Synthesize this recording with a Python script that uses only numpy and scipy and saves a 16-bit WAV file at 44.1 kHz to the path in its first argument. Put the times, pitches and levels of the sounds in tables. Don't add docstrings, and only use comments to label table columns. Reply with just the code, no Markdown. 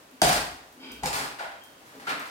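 import sys
import numpy as np
from scipy import signal
from scipy.fft import rfft, irfft
from scipy.io import wavfile

SR = 44100
rng = np.random.default_rng(int(sys.argv[2]) if len(sys.argv) > 2 else 0)


def transcribe(u):
    v = np.clip(np.atleast_2d(u).T, -1, 1)
    q = np.round(v * 32767).astype(np.int16)
    wavfile.write(sys.argv[1], SR, q)


def makeup_ratio(level_db):
    decades = np.asarray(level_db, float) / 20
    return 10 ** decades


N = 101429
TIME = np.arange(N) / SR

STROKE_STARTS = [.2183, 1.033, 1.057, 1.128, 1.155, 1.386, 1.396, 1.515, 1.86, 1.995, 2.0718, 2.09, 2.2,
                 2.254]
# length/s, bright grit level/dB, dull clods level/dB, handle ring level/dB
STROKES = [(.15, -24.5, -31.5, -20.5), (0.024, -34.5, -37, -34), (0.013, -36.5, -49, -48),
           (0.028, -31, -48.5, -38), (0.096, -39, -36.5, -38.5), (.005, -46, -38.5, -54),
           (0.042, -52, -39, -30), (0.0067, -57, -48, -41.5), (0.1, -59.5, -56, -79),
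           (0.079, -52.5, -49, -53), (0.019, -39.5, -30.5, -42.5), (0.018, -46.5, -37.5, -43.5),
           (0.024, -49.5, -39.5, -64), (0.016, -45, -56, -61)]
# f/Hz, level/dB per Hz
GRIT_COLOUR = [(1000, -9), (1250, -11), (2200, -13), (3300, -16.5), (4700, -13.5), (6200, -19), (8600, -18),
               (16000, -29.5)]
# f/Hz, level/dB per Hz
CLOD_COLOUR = [(100, -20), (280, -6), (900, 2.5), (1400, 6.5), (2000, 3.5), (2900, -3.5), (4500, -8.5),
               (9000, -51)]
# f/Hz, width/Hz, level/dB
HANDLE_TONES = [(520, 37, -6), (608, 96, -1.5), (726, 150, -9.5), (768, 30, 4.5), (833, 172, -1)]
# t/s, crack level/dB, crack f/Hz, knock level/dB, knock f/Hz
BLOWS = [
    (0.217, -12.5, 4900, -4.5, 709),
    (1.034, -23.5, 8100, -17, 816),
    (1.058, -17.5, 6660, -43, 705),
    (1.393, -38, 4400, -24, 1460),
    (2.0685, -33, 1500, -22.5, 1355),
    (2.071, -38, 1700, -27, 1610),
    (0.217, -10.5, 8400, -15.5, 320),
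    (.218, -46, 2900, -20, 150),
    (1.035, -43, 2000, -28, 167),
    (1.058, -50, 6500, -27, 520),
]
# t/s, length/s, blade level/dB, shaft level/dB
DRAGS = [
    (0.082, 0.11, -64.5, -56),
    (0.732, 0.067, -78, -49),
    (0.787, 0.056, -48.5, -54),
    (0.808, 0.11, -48, -44),
    (0.898, 0.13, -57, -74),
    (1.913, 0.043, -75, -52),
]
# f/Hz, width/Hz, level/dB
BLADE_TONES = [(870, 91, -2), (1160, 60, -4), (1470, 29, 5), (2290, 74, 4), (2650, 310, -5.5),
               (3206, 80, 3), (3750, 120, -3), (4900, 230, -5)]
# f/Hz, width/Hz, level/dB
SHAFT_TONES = [(252.5, 44, 15.5), (303, 10, 6.5)]
# t/s, length/s, level/dB
SINGS = [
    (1.602, .02, -50),
    (1.665, 0.028, -70),
    (1.72, 0.05, -65),
]
# t/s, length/s, deep rumble level/dB, thump level/dB
THUDS = [
    (0.226, 0.021, -34, -26.5),
    (0.243, 0.15, -42, -45.5),
    (0.511, 0.021, -47.5, -54.5),
    (.9, 0.17, -56.5, -62),
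    (1.026, 0.025, -42, -34),
    (1.072, 0.2, -47.5, -55),
    (1.181, 0.041, -70, -43),
    (1.436, 0.02, -76, -54),
    (1.934, 0.036, -75, -49),
    (2.081, 0.058, -63, -41.5),
]
# f/Hz, width/Hz, level/dB
SLAB_TONES = [(52.6, 11, 4), (67, 16, -0.5), (78.05, 45, -8.5)]
# f/Hz, width/Hz, level/dB
THUMP_TONES = [(150, 39, -5), (273, 47.5, -2.5), (464, 210, -6)]
# t/s, level/dB
CRUMBS = [(0.111, -49), (.61, -74), (0.724, -51), (.916, -41.5), (1.636, -42), (1.87, -51.5),
          (1.954, -48.5), (2.195, -42)]
# f/Hz, time to fall 60 dB/s
TAIL_TIMES = [(60, 0.41), (500, 0.55), (2000, 0.62), (6000, .5), (15000, 0.45)]
# f/Hz, likeness (-1 to 1)
LIKENESS = [(60, 0.92), (130, 0.94), (290, 0.86), (640, 0.37), (1300, -0.23), (3100, 0.06), (15000, -0.11)]
# f/Hz, level/dB per Hz
AIR_COLOUR = [(24, -43), (40, -12.5), (199, -10), (320, -4.5), (392, -8), (570, -7), (1210, -9),
              (3140, -16), (16000, -26.5)]
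# f/Hz, left minus right level/dB
LEFT_PORT = [(300, 1), (1500, 1.1), (4000, -0.4), (9000, -1), (14000, -3.3)]


def rms_one(x):
    return x / np.sqrt(np.mean(x ** 2) + 1e-20)


def at_hz(points, hz):
    table = np.array(points)
    return np.interp(np.log(hz + 1e-9), np.log(table[:, 0]), table[:, 1])


def envelope(start, length, rise, end, fade_db=0.0):
    t = TIME - start
    hold = makeup_ratio(-fade_db * np.clip(t, 0, length))
    dying = np.exp(-np.clip(t - length, 0, None) / end)
    return np.clip(t / rise, 0, 1) * hold * dying


def drift(rate):
    r = np.exp(-2 * np.pi * rate / SR)
    noise = rng.standard_normal(N + SR)
    return rms_one(signal.lfilter([1], [1, -2 * r, r * r], noise)[SR:])


def grains():
    per_s, spread_db, lumpy_db = 5000, 1.5, 3
    sizes = makeup_ratio(spread_db * np.minimum(rng.exponential(1, N), 4)) * rng.choice([-1, 1], N)
    clicks = rng.random(N) < per_s / SR
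    return rms_one(sizes * clicks * makeup_ratio(lumpy_db * drift(47)))


def coloured(x, spectrum):
    hz = np.fft.rfftfreq(x.shape[-1], 1 / SR)
    low_skirt = np.minimum(1, (hz / spectrum[0][0]) ** 2)
    high_skirt = np.minimum(1, (spectrum[-1][0] / (hz + 1)) ** 2)
    return rms_one(irfft(rfft(x) * makeup_ratio(at_hz(spectrum, hz)) * low_skirt * high_skirt, x.shape[-1]))


def body(x, peaks):
    out, power = 0, 0
    for k, (hz, width, db) in enumerate(peaks):
        r = np.exp(-np.pi * width / SR)
        feed = [(1 - r * r) / 2, 0, (r * r - 1) / 2]
        ring = [1, -2 * r * np.cos(2 * np.pi * hz / SR), r * r]
        out = out + (-1) ** k * makeup_ratio(db) * signal.lfilter(feed, ring, x + 1e-18)
        power += makeup_ratio(2 * db) * np.pi * width / SR
    return out / np.sqrt(power)


def high(x, hz):
    return signal.sosfilt(signal.butter(2, hz, "high", fs=SR, output="sos"), x)


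def alike_pair(size):
    mid, side = rfft(rng.standard_normal((2, size)))
    alike = np.clip(at_hz(LIKENESS, np.fft.rfftfreq(size, 1 / SR)), -1, 1)
    pair = np.sqrt(1 + alike) * mid + np.sqrt(1 - alike) * side * [[1], [-1]]
    return irfft(pair, size) / np.sqrt(2)


def stroke_shapes(fade_db):
    return np.array([envelope(start, stroke[0], 0.002, 0.023, fade_db)
                     for start, stroke in zip(STROKE_STARTS, STROKES)])


def strokes():
    levels = makeup_ratio(np.array(STROKES)[:, 1:].T)
    bright, dull = levels[:2] @ stroke_shapes(33.5) / np.sqrt(2)
    wood = levels[2] @ stroke_shapes(100)
    spots = []
    for _ in range(3):
        grit = bright * coloured(grains(), GRIT_COLOUR)
        clods = dull * coloured(grains(), CLOD_COLOUR)
        spots.append(grit + clods)
    handle = [body(wood * grains(), HANDLE_TONES) / np.sqrt(2) for _ in range(2)]
    return spots + handle


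def blows():
    crack_s, knock_lag_s, knock_t60_s = 0.0019, 0.001832, 0.056
    out, noise = np.zeros(N), coloured(rng.standard_normal(N), GRIT_COLOUR)
    for start, crack_db, crack_hz, knock_db, knock_hz in BLOWS:
        burst = makeup_ratio(crack_db - 6) * noise * envelope(start, crack_s, 0.0002, 0.0017)
        out += burst + body(burst, [(crack_hz, 1300, 0)]) * makeup_ratio(-6)
        t = np.clip(TIME - start - knock_lag_s, 0, None)
        knock = np.sin(2 * np.pi * knock_hz * t) * np.minimum(1, t / 0.0015)
        out += makeup_ratio(knock_db - 60 * t / knock_t60_s) * knock
    return out


def drags():
    shapes = np.array([envelope(start, length, 0.045, 0.019) for start, length, *_ in DRAGS])
    blade, shaft = makeup_ratio(np.array(DRAGS)[:, 2:].T) @ shapes
    hiss = makeup_ratio(-8.5) * blade * rms_one(body(grains(), [(1010, 800, -15), (2900, 530, 3)]))
    lifted = sum(makeup_ratio(db) * envelope(start, length, 0.005, 0.014) for start, length, db in SINGS)
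    sing = lifted * rms_one(body(grains(), [(3190, 25, 0)]))
    blade_ring = body(blade * grains(), BLADE_TONES)
    shaft_ring = high(high(body(shaft * grains(), SHAFT_TONES), 214), 214)
    return blade_ring + shaft_ring + hiss + sing


def thuds():
    shapes = np.array([envelope(start, length, 0.0027, 0.035) for start, length, *_ in THUDS])
    deep, thump = makeup_ratio(np.array(THUDS)[:, 2:].T) @ shapes
    rumble = deep * rms_one(body(rng.standard_normal(N), SLAB_TONES))
    return rumble + body(thump * grains(), THUMP_TONES)


def crumbs():
    puffs = sum(makeup_ratio(db) * envelope(start, 0.0035, 0.00033, 0.0031) for start, db in CRUMBS)
    return puffs * rms_one(high(grains(), 4700))


def shed(sources):
    tail_db, tail_start_s, port_lag_s, pan_db = 1.5, 0.0036, 0.0003, 0.2
    size = int(0.8 * SR)
    edges = np.append(30 * 2 ** np.arange(0, 9.1, 0.75), 21000)
    t = np.arange(size) / SR
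    noise = np.array([alike_pair(size) for _ in sources])
    tail = 0
    for low, top in zip(edges, edges[1:]):
        band = signal.sosfilt(signal.butter(2, [low, top], "band", fs=SR, output="sos"), noise)
        fading = band * makeup_ratio(-60 * t / at_hz(TAIL_TIMES, np.sqrt(low * top)))
        tail = fading - tail
    tail = tail * np.clip(t / tail_start_s - 0.5, 0, 1)
    tail = makeup_ratio(tail_db) * rms_one(tail) / np.sqrt(size)
    for k in range(len(sources)):
        lag = int(port_lag_s * SR * (1.35 - 0.15 * k))
        tail[k, 1, lag] += makeup_ratio(-pan_db)
    tail[:, 0, 0] += makeup_ratio(pan_db)
    heard = signal.fftconvolve(np.array(sources)[:, None], tail, axes=2)[..., :N]
    return heard.sum(axis=0) / np.sqrt(2)


def quiet_air():
    level_db = -54 + 1.5 + 1.0 * drift(0.83)
    return makeup_ratio(level_db) * coloured(alike_pair(N), AIR_COLOUR)


def scene():
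    air = quiet_air()
    return shed(strokes() + [blows() + crumbs(), drags() + thuds()]) + air


def band_limit(x):
    return signal.sosfilt(signal.butter(12, 16820, fs=SR, output="sos"), x)


def record(dry):
    tilt_db = at_hz(LEFT_PORT, np.fft.rfftfreq(N, 1 / SR)) / 2
    ports = irfft(rfft(dry) * makeup_ratio(tilt_db * [[1], [-1]]), N)
    low_cut = high(high(ports, 41), 37)
    soft = 1.5 * np.tanh(low_cut / 1.5)
    top_cut = signal.ellip(10, 0.5, 60, 16050, fs=SR, output="sos")
    mix = signal.sosfilt(top_cut, soft)
    return band_limit(mix)


dry = scene()
out = record(dry)
transcribe(out)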